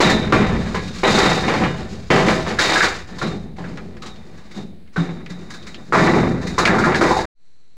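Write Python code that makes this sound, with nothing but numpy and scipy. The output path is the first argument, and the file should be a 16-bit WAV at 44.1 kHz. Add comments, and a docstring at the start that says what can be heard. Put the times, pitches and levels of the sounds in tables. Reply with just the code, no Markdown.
"""Outdoors beside a truck: long steel pipes are pushed off its bed onto a pile; each one knocks, bounces and slides.
Contacts excite sine banks for the pipes' bending modes and the falling zing of their walls,
and decaying coloured noise for the bright rasp and the boom of the bed. Thuds, dry taps and a chassis rumble join in.
The clatter is cut off abruptly, and a quiet roadside of soft air and insects, both shaped noise, fades in."""
import sys
import numpy as np
from scipy import signal
from scipy.fft import rfft, irfft
from scipy.io import wavfile
from scipy.ndimage import uniform_filter1d, minimum_filter1d

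SR = 44100
rng = np.random.default_rng(int(sys.argv[2]) if len(sys.argv) > 2 else 0)


def log_audio(samples):
    """Write samples as a 16-bit WAV file to the path given in sys.argv[1]."""
    # one column per channel
    frames = np.atleast_2d(samples).T
    # limit to full scale, then quantise
    limited = np.clip(frames, -1, 1)
    pcm = np.round(limited * 32767).astype(np.int16)
    wavfile.write(sys.argv[1], SR, pcm)


N = 342643
TIME = np.arange(N) / SR
RING_TIME = TIME[:int(0.7 * SR)]   # time axis of one struck sound
CUT_S, FADE_IN_S = 7.255, (7.35, 7.465)   # end of the clatter; start and end of the roadside's fade


def from_db(db):
    """Decibels to gain."""
    return 10 ** (np.asarray(db) / 20)


def unit(x):
    """Scale to energy 1."""
    return x / np.sqrt(np.sum(x ** 2) + 1e-20)


def add(track, s, sound):
    """Mix a sound in from time s."""
    start = max(round(s * SR), 0)
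    track[start:start + len(sound)] += sound[:N - start]


def gain_at(colour, hz):
    """Read a colour on a log-frequency axis."""
    points = np.array(colour)
    return from_db(np.interp(np.log(hz + 1e-3), np.log(points[:, 0]), points[:, 1]))


def noise(colour, size):
    """Coloured noise of rms 1, falling away beyond the ends of its colour."""
    hz = np.linspace(1, SR / 2, size // 2 + 1)
    low_end = np.minimum(hz / colour[0][0], 1) ** 2
    high_end = np.minimum(colour[-1][0] / hz, 1) ** 2
    spectrum = rfft(rng.standard_normal(size)) * gain_at(colour, hz) * low_end * high_end
    return unit(irfft(spectrum, size)) * np.sqrt(size)


def attack(contact_s):
    """Force builds up smoothly while a contact lasts."""
    return np.sin(np.pi / 2 * np.minimum(RING_TIME / contact_s, 1)) ** 2


def dying(colour, t60, contact_s=0.00049):
    """Countless overlapping modes: coloured noise that dies away, energy 1."""
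    decay = from_db(-60 * RING_TIME / t60)
    return unit(noise(colour, len(RING_TIME)) * decay * attack(contact_s))


def ring(hz, gain, t60, contact_s=0.0004):
    """A sum of decaying sines, energy 1."""
    t = RING_TIME.astype(np.float32)
    sines = np.sin(np.outer(np.float32(2 * np.pi * hz), t))
    decays = np.exp(np.outer(np.float32(-np.log(1000) / t60), t))
    return unit((np.float32(gain) @ (sines * decays)) * attack(contact_s))


def resonate(x, hz, width_hz):
    """One two-pole resonance with gain 1 on top."""
    r = np.exp(-np.pi * width_hz / SR)
    feedback = [1, -2 * r * np.cos(2 * np.pi * hz / SR), r * r]
    return signal.lfilter(np.array([1, 0, -1]) * (1 - r * r) / 2, feedback, x)


# Colour of the open air. Each row: frequency in Hz, relative density in dB per Hz.
AIR_COLOUR = [(24, -33.5), (40, 0.5), (140, -3.5), (217, -6.5), (363, -9), (968, -19.5), (2120, -17),
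              (3220, -22.5), (4110, -18.5), (4880, -25.5), (5940, -36), (9010, -31.5), (14000, -48.5)]


def air():
    """Soft outdoor air is low-heavy noise, with a faint white hiss on top."""
    return from_db(-56.5) * noise(AIR_COLOUR, N) + from_db(-74) * rng.standard_normal(N)


# Bending modes of a long pipe, spreading apart as they climb.
# Each row: nominal frequency in Hz, typical level in relative dB.
PIPE_MODES = [(262, 1), (330, 5.5), (404, 6), (515, 5.5), (640, 0.5), (761, 3.5), (860, 1.5), (1030, 0),
              (1160, -5.5), (1272, -5), (1400, -4.5), (1535, -3.5), (1662, 0.5), (1784, 1.5), (1959, 1.5),
              (2100, -0.5), (2245, -1.5), (2397, -1.5), (2563, -11), (2715, -9.5), (2874, -7), (3050, -5),
              (3232, -12.5)]


def struck_modes(detune=0.0063, spread_db=5.0):
    """Each pipe is tuned a little differently, and each contact point favours other modes: (Hz, signed gain)."""
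    hz, level_db = np.transpose(PIPE_MODES)
    signs = rng.choice([-1, 1], len(hz))
    gain = from_db(level_db + spread_db * rng.standard_normal(len(hz))) * signs
    return hz * (1 + detune * rng.standard_normal()), gain


# Colour of the pile ringing along. Each row: frequency in Hz, relative density in dB per Hz.
CLANG_COLOUR = [(120, -26.5), (230, -5.5), (330, 9.5), (480, 6), (650, 0), (1000, -1.5), (1700, -5),
                (2200, -2.5), (2700, -11.5), (3400, -13.5), (5000, -20), (8000, -42.5)]


def clang(t60, pile_t60, pile_db):
    """A pipe rings, its high modes dying first; the pile around rings along."""
    hz, gain = struck_modes()
    pipe = ring(hz, gain, t60 * (1000 / hz) ** 0.25)
    return unit(pipe + from_db(pile_db) * dying(CLANG_COLOUR, pile_t60))


OVAL_HZ = 3590   # lowest cut-on at which a pipe wall flexes into an oval; each ring starts up to 42.3 Hz above


def zing(t60, lowest_db, spacing_hz=0.11, damping_hz=350, count=70):
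    """Oval wall waves crowd above their cut-on; the lowest travel slowest and last longest, so the ring settles there."""
    k = np.arange(count) + 1
    above_hz = spacing_hz * k ** 2 * rng.uniform(0.7, 1.1)
    lowest = 1 + from_db(lowest_db) * np.exp(-above_hz / 60)
    # alternating signs carry the wave from the far end; dents and neighbours scatter part of it
    gain = ((-1.) ** k + rng.standard_normal(count)) * np.sqrt(k) * lowest
    hz = OVAL_HZ + rng.uniform(0, 42.3) + above_hz
    return ring(hz, gain, t60 / (1 + above_hz / damping_hz), contact_s=0.003)


# Colour of the rumbling bed panels. Each row: frequency in Hz, relative density in dB per Hz.
BOOM_COLOUR = [(50, -23.5), (85, -16.5), (110, -7), (135, -2), (160, -3), (210, -0.5), (300, -5),
               (400, -9.5), (520, -14), (800, -20.5), (2000, -60.5)]
# Hollow modes of the truck bed. Each row: nominal frequency in Hz, relative level in dB, t60 in seconds.
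BED_MODES = [(136.2, -3, 0.74), (162.4, 1, 0.59), (182, 0, 0.52), (216.2, -2.5, 0.56), (287.3, -4, 0.25),
             (403, -4, 0.1)]


def boom(t60, modes_db):
    """The bed's panels rumble, with a few hollow modes among them."""
    hz, level_db, mode_t60 = np.transpose(BED_MODES)
    tuned_hz = hz * rng.normal(1, 0.018, len(hz))
    hollow = ring(tuned_hz, from_db(level_db) * rng.choice([-1, 1], len(hz)), mode_t60)
    return unit(dying(BOOM_COLOUR, t60, contact_s=0.0094) + from_db(modes_db) * hollow)


def contacts(per_s, spread_db):
    """Random small collisions of uneven strength, rms 1."""
    sizes = from_db(spread_db * np.clip(rng.standard_normal(N), -2, 2)) * rng.choice([-1, 1], N)
    return unit(sizes * (rng.random(N) < per_s / SR)) * np.sqrt(N)


def shaken(bodies, per_s, spread_db, even_s=0.2):
    """Several bodies, each under its own hail of contacts; their summed vibration is held near rms 1."""
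    x = sum(signal.oaconvolve(contacts(per_s, spread_db), body)[:N] for body in bodies)
    power = np.abs(uniform_filter1d(x ** 2, int(even_s * SR) + 1))
    return x / np.sqrt(power + 1e-6)


def contact_tone(x, tone_hz, emphasis=1.15, octaves=0.99):
    """The stiffness of the contact favours a region that moves as the pipe slides."""
    favoured = 0
    for hz in np.geomspace(600, 2400, 5):
        nearness = np.exp(-(np.log2(tone_hz / hz) / octaves) ** 2)
        favoured = favoured + resonate(x, hz, hz / 2) * nearness
    return unit(x + emphasis * favoured) * np.sqrt(N)


SWELL_S, BED_SWELL_S = 0.0085, 0.054   # the steel answers at once, the heavy bed later
BED_LINGERS = 2   # the bed takes this many times longer to settle than the steel
# Spells of rattling and sliding. Each row: nominal start in seconds, hold in seconds, settling of the steel
# in dB per second, then relative clang, boom, rasp and zing levels in dB, contact tone in Hz.
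SPELLS = [(0.0, 0.1, 78, -15, -11, -29.5, -23, 1400), (0.304, 0.14, 58.5, -19, -13.5, -38.5, -36, 1086),
          (0.554, 0.33, 60.5, -60, -39.5, -42.5, -47, 1000), (0.87, 0.15, 57, -58, -38.5, -39.5, -46, 1145),
          (1.03, 0.23, 48, -13.5, -14.5, -25, -24, 1100), (1.493, 0.16, 99.5, -18.5, -16.5, -38, -49, 964),
          (1.74, 0.25, 59, -52, -43, -46, -69, 800), (2.103, 0.11, 151, -13, -10, -29, -45, 950),
          (2.26, 0.058, 72, -19, -17.5, -29.5, -34, 1050), (2.47, 0.03, 83.5, -22.5, -27, -35, -40, 1050),
          (2.573, .27, 136.5, -16, -29.5, -23.5, -27, 1550),
          (3.068, 0.16, 96.5, -39.5, -31, -49, -52, 1070),
          (3.207, 0.027, 108.5, -27.5, -16.5, -36.5, -33.5, 1153),
          (3.56, 0.096, 33.5, -40.5, -28, -51, -59, 1117), (4.133, .44, 131, -48.5, -45, -57.5, -64, 1100),
          (4.542, 0.059, 168.5, -43, -27, -47, -44.5, 850), (4.925, .03, 152, -66, -48, -53.5, -65, 1490),
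          (4.959, 0.045, 70, -30, -25, -44.5, -38, 1250), (5.286, 0.53, 120, -45, -36.5, -53.5, -51, 1403),
          (5.847, 0.12, 151, -49.5, -31, -52, -70, 806), (5.914, .16, 85.5, -11.5, -12, -31, -30, 1220),
          (6.15, 0.074, 64.5, -22.5, -15.5, -40.5, -36, 1000),
          (6.407, 0.19, 93, -37.5, -28, -43, -44, 1500), (6.568, 0.39, 87.5, -17, -16, -41, -47, 1300),
          (7.005, .17, 149.5, -16.5, -34, -30.5, -30.5, 850)]


def spell_curves():
    """Each spell swells, holds and settles at its own rate; overlapping spells add in power and blend their tones."""
    t = TIME[::40]
    start, hold, settling, clang_db, boom_db, rasp_db, zing_db, tone_hz = np.transpose(SPELLS)[:, :, None]
    # a blow within 20 ms sets the spell off
    blow_s = np.array(BLOWS)[:, 0]
    sets_off = np.abs(blow_s - start) < 0.02
    start = np.where(sets_off.any(axis=1), blow_s[sets_off.argmax(axis=1)], start[:, 0])[:, None]
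    fall_db = settling * np.maximum(t - start - hold, 0)
    steel = np.clip((t - start) / SWELL_S, 0, 1) * from_db(-fall_db)
    bed = np.clip((t - start) / BED_SWELL_S, 0, 1) * from_db(-fall_db / BED_LINGERS)
    layers = [(clang_db, steel), (boom_db, bed), (rasp_db, steel), (zing_db, steel)]
    powers = [(from_db(db) * shape) ** 2 + 1e-18 for db, shape in layers]
    # the louder clang pulls the blended tone towards its own
    tone = np.sum(powers[0] * tone_hz, axis=0) / np.sum(powers[0], axis=0)
    levels_db = [10 * np.log10(np.sum(power, axis=0)) for power in powers]
    return [np.interp(TIME, t, curve) for curve in levels_db + [tone]]


# Colour of steel scraping steel. Each row: frequency in Hz, relative density in dB per Hz.
RASP_COLOUR = [(1200, 4), (2500, 0), (3300, -2.5), (4400, 2), (5500, -3.5), (7000, -5), (8500, -15),
               (9600, -24), (10200, -18), (11200, -27.5), (13000, -34.5), (15000, -27.5)]


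def rattle(count=4):
    """Pipes chatter and slide on each other and on the bed: hails of small contacts follow the spells."""
    clang_db, boom_db, rasp_db, zing_db, tone_hz = spell_curves()
    pipe_bodies = [clang(t60=0.34, pile_t60=0.32, pile_db=2.5) for _ in range(2 * count)]
    pipes = shaken(pipe_bodies, per_s=11, spread_db=2.5)
    walls = shaken([zing(t60=1.0, lowest_db=3.5) for _ in range(count)], per_s=11, spread_db=2.5)
    bed = shaken([boom(t60=0.26, modes_db=-0.5) for _ in range(count)], per_s=30, spread_db=2)
    grit = shaken([dying(RASP_COLOUR, t60=0.17) for _ in range(count)], per_s=70, spread_db=1.0)
    return (from_db(clang_db - 3.0) * contact_tone(pipes, tone_hz)
            + from_db(zing_db - 2.5) * walls
            + from_db(boom_db - 5) * bed
            + from_db(rasp_db + 1) * grit)


def clank(tone_hz, t60=0.11, octaves=0.3, pile_db=-3, below=1.24, above=1.26):
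    """A hard contact picks out the few modes near its tone, then damps them; the pile answers in the same range."""
    hz, gain = struck_modes()
    nearness = np.exp(-(np.log2(hz / tone_hz) / octaves) ** 2)
    own = ring(hz, gain * nearness, np.full(len(hz), t60))
    band = signal.butter(2, [tone_hz / below, tone_hz * above], "band", fs=SR, output="sos")
    pile = unit(signal.sosfilt(band, dying(CLANG_COLOUR, t60=0.34)))
    return unit(own + from_db(pile_db) * pile)


BLOW_RASP_DB, BLOW_ZING_DB, BLOW_CRACK_DB = 8, 5, 15   # relative to a blow's level; a choke weakens zing and crack
# Square blows of pipe on pipe. Each row: start in seconds, relative level in dB,
# choke from 0 (rings freely) to 1 (dead clank), relative boom of the bed in dB, clank tone in Hz.
BLOWS = [(0.003, -5, 0.06, -20, 1000), (0.094, -16, 0.17, -8, 1900), (0.323, -3.5, 0.51, 0, 1260),
         (0.745, -15, 0.35, -16, 1050), (1.033, -10, 0.17, -13, 1020), (1.18, -3.5, .05, -19.5, 1300),
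         (1.48, -11.5, 0.21, -22.5, 1030), (1.537, -14, 0.064, -35, 1280), (1.637, -15, .05, -24, 1600),
         (2.103, -4.5, 0.1, -3.5, 1180), (2.163, -6.5, .05, -7, 910), (2.284, -8, 0.08, -14, 1070),
         (2.465, -20.5, 0.3, -23.5, 1150), (2.587, -10.5, 0.95, -25, 1620), (2.757, -9, 1, -22.5, 1380),
         (2.806, -4.5, 1, -18.5, 1570), (3.215, -18, 0.86, -11, 1350), (3.25, -27, .5, -27, 1140),
         (3.583, -29, 0.68, -32.5, 910), (3.641, -30, 0.61, -31, 1510), (3.776, -32, 0.51, -37, 1340),
         (4.035, -31.5, 0.44, -38, 1100), (4.575, -39, .9, -21, 805), (4.961, -18, 0.82, -21, 1330),
         (5.09, -31, .2, -37, 1030), (5.924, -4.5, 0.89, -14.5, 1290), (5.945, -9.5, 0.85, -17, 1160),
         (6.025, -18, 0.82, -21, 1180), (6.154, -20, 0.11, -0.5, 1250), (6.17, -17, 0.86, -11, 960),
         (6.229, -21, 0.88, -3.5, 1030), (6.58, -10, 0.75, -18, 1175), (6.674, -9.5, 0.85, -22.5, 1690),
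         (6.742, -15, 0.98, -8, 1020), (6.784, -12, 0.71, -7.5, 1320), (6.839, -7, 1, -11, 1500),
         (6.87, -11, 1, -19.5, 950), (6.945, -12.5, 0.89, -23, 1680), (7.011, -7.5, 0.41, -14, 1300),
         (7.108, -8.5, 1, -20, 950), (7.165, -12, 1, -26, 860)]


def blows():
    """A pipe lands: left free it cracks, rings and zings; choked by its neighbours it mostly clanks."""
    out = np.zeros(N)
    for s, level_db, choke, boom_db, tone_hz in BLOWS:
        free = 1 - choke
        crack = dying(CLANG_COLOUR, t60=0.041)   # the first crack of steel on steel
        steel = (from_db(25.0) * np.sqrt(choke) * clank(tone_hz)
                 + from_db(26.5) * np.sqrt(free) * clang(t60=0.58, pile_t60=0.25, pile_db=3.0)
                 + from_db(BLOW_RASP_DB) * dying(RASP_COLOUR, t60=0.29, contact_s=0.0018)
                 + from_db(BLOW_ZING_DB) * free * zing(t60=0.62, lowest_db=10.5)
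                 + from_db(BLOW_CRACK_DB) * free * crack)
        bed = boom(t60=0.32, modes_db=-12.5)
        add(out, s, from_db(level_db) * steel + from_db(boom_db + 19) * bed)
    return out


# Glancing contacts, where a pipe skids a short way along another.
# Each row: start in seconds, relative level in dB, clank tone in Hz.
SKIDS = [(0.003, -16, 1000), (0.094, -21, 1950), (0.745, -33, 1050), (1.18, -14, 1300), (2.281, -36, 1070),
         (2.586, -17, 1620), (3.181, -34, 1030), (4.017, -37.5, 1070), (4.057, -36.5, 1070),
         (4.372, -49.5, 1950), (4.508, -44.5, 2100), (4.561, -45.5, 900), (5.296, -39.5, 2050),
         (5.5, -36, 1900), (5.535, -37.5, 1495), (5.664, -36.5, 2250), (6.086, -38, 1200),
         (6.425, -42, 1650), (6.466, -30, 1950), (6.58, -17.5, 1200), (6.653, -24, 1700),
         (6.784, -29, 1320), (6.84, -29, 1540), (6.95, -25, 1700), (7.009, -28.5, 1350)]


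def skids(grip_s=0.0074):
    """A glancing contact takes a moment to grip, then rasps and sets the wall zinging, with a clank in a few modes."""
    out = np.zeros(N)
    for s, level_db, tone_hz in SKIDS:
        steel = (from_db(30.5) * dying(RASP_COLOUR, t60=0.21)
                 + from_db(25) * zing(t60=0.62, lowest_db=-4.5)
                 + from_db(27) * clank(tone_hz, t60=0.2, pile_db=-8.5))
        add(out, s, from_db(level_db) * steel * attack(grip_s))
    return out


# The chassis: relative level, inertia, share of the low clatter's swing in dB.
SHUDDER_DB, SHUDDER_LAG_S, SHUDDER_FOLLOWS = -18.5, 0.17, 0.77
LURCH_S, LURCH_LENGTH_S, LURCH_DB = 0.5, 0.17, -27   # one heavier heave early on: peak time, decay each side, level
# Colour of the truck's body shuddering on its springs. Each row: frequency in Hz, relative density in dB per Hz.
BODY_COLOUR = [(25, -14), (40, -10), (55, 0), (69, -8.5), (86, 1.5), (110, -8.5), (160, -19.5)]


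def shudder(load, below_hz=500):
    """The deep rumble of the chassis is fed by the low part of the clatter, lags it and outlasts it; once it heaves."""
    low_part = signal.sosfilt(signal.butter(2, below_hz, fs=SR, output="sos"), load)
    keep = np.exp(-1 / (SHUDDER_LAG_S * SR))
    stored = signal.lfilter([1 - keep], [1, -keep], low_part ** 2)
    fed = from_db(SHUDDER_DB + SHUDDER_FOLLOWS * 10 * np.log10(stored + 1e-12))
    lurch = from_db(LURCH_DB) * np.exp(-np.abs(TIME - LURCH_S) / LURCH_LENGTH_S)
    return (fed + lurch) * noise(BODY_COLOUR, N)


# Dull thuds of weight on the bed. Each row: start in seconds, relative level in dB, pitch in Hz.
THUDS = [(3.23, -15.5, 186.5), (3.598, -16.5, 177.3), (3.715, -18.5, 163.7), (4.562, -16, 203.7),
         (4.597, -21, 186.7), (4.977, -3.5, 170.5), (5.001, -7, 164.1), (5.305, -17.5, 176),
         (6.239, -9, 261.5)]


def thuds(t60=0.48, overtone=1.65, overtone_db=-12):
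    """A floor panel drums at its lowest two modes."""
    out = np.zeros(N)
    for s, level_db, hz in THUDS:
        modes_hz = hz * np.array([1, overtone])
        panel = ring(modes_hz, from_db([0, overtone_db]), np.full(2, t60), contact_s=0.0028)
        add(out, s, from_db(level_db + 20) * panel)
    return out


# Light, dry taps. Each row: start in seconds, relative level in dB, tone in Hz.
TAPS = [(3.7729, -33, 1980), (3.9679, -41.5, 1990), (4.158, -47, 3540), (4.875, -52.5, 2130),
        (5.261, -34.5, 2150), (5.6256, -40.5, 3730), (5.744, -32, 2940), (6.6533, -9.5, 2120),
        (6.6754, -15, 1970), (6.9456, -22.5, 2390)]


def taps():
    """Well-damped touches: a dry click, then a brief ring close to one tone inside a short scuff."""
    out = np.zeros(N)
    for s, level_db, tone_hz in TAPS:
        scuff = unit(resonate(dying(RASP_COLOUR, t60=0.084), tone_hz, 900))
        ping = ring(tone_hz * rng.uniform(0.94, 1.0, 3), rng.choice([-1, 1], 3), np.full(3, 0.07))
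        click = dying(RASP_COLOUR, t60=0.014)
        tap = from_db(23.5) * scuff + from_db(5) * ping + from_db(11.0) * click
        add(out, s, from_db(level_db) * tap)
    return out


TURN_S = (4.2, 5.7)   # the listening point swings from the pile into the truck's steel box


def steel_box(x, hollow_db=-4, hollow_hz=340, dip=0.51, dip_hz=2950):
    """Facing into the box, reflections between its walls swell the low middle and thin the upper middle."""
    facing = np.interp(TIME, TURN_S, [0, 1])
    hollow = from_db(hollow_db) * resonate(x, hollow_hz, 51)
    return x + facing * (hollow - dip * resonate(x, dip_hz, 1600))


# Colour of the insects. Each row: frequency in Hz, relative density in dB per Hz.
INSECT_COLOUR = [(3000, -47.5), (3600, -21), (4000, -1), (4300, -3), (4800, -20), (5600, -16), (5900, -6),
                 (6200, -16), (7800, -14), (8800, -42)]


def roadside():
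    """Quiet air under a steady insect shimmer: noise gathered in narrow high bands."""
    return from_db(-64) * noise(AIR_COLOUR, N) + from_db(-69.5) * noise(INSECT_COLOUR, N)


def scene():
    """The unloading over air and a faint hiss, then the quiet roadside."""
    background = air()
    clatter = steel_box(rattle() + blows() + skids())
    unloading = clatter + shudder(clatter) + thuds() + taps()
    return np.where(TIME < CUT_S, unloading + background, roadside())[None]


def record(dry, ceiling_db=-3.5, release_db_per_s=200, offset=-0.016):
    """A fast limiter holds the crashes down; the signal sits just off zero, stops dead and fades back in; the top is cut."""
    over_db = np.maximum(20 * np.log10(np.abs(dry[0]) + 1e-9) - ceiling_db, 0)
    # gain reduction jumps up at once and recovers along a straight line in dB
    release_db = release_db_per_s * TIME
    held_db = np.maximum.accumulate(over_db + release_db) - release_db
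    # the cut reaches a little ahead of each peak, then its corners are rounded
    early_db = minimum_filter1d(-held_db, size=45)
    smooth_db = uniform_filter1d(uniform_filter1d(early_db, size=23), size=23)
    fader = np.clip((CUT_S - TIME) / 0.00054, 0, 1) + np.interp(TIME, FADE_IN_S, [0, 1])
    top_cut = signal.ellip(11, 0.1, 80, 15700, fs=SR, output="sos")
    return signal.sosfilt(top_cut, (dry * from_db(smooth_db) + offset) * fader)


dry = scene()
out = record(dry)
log_audio(out)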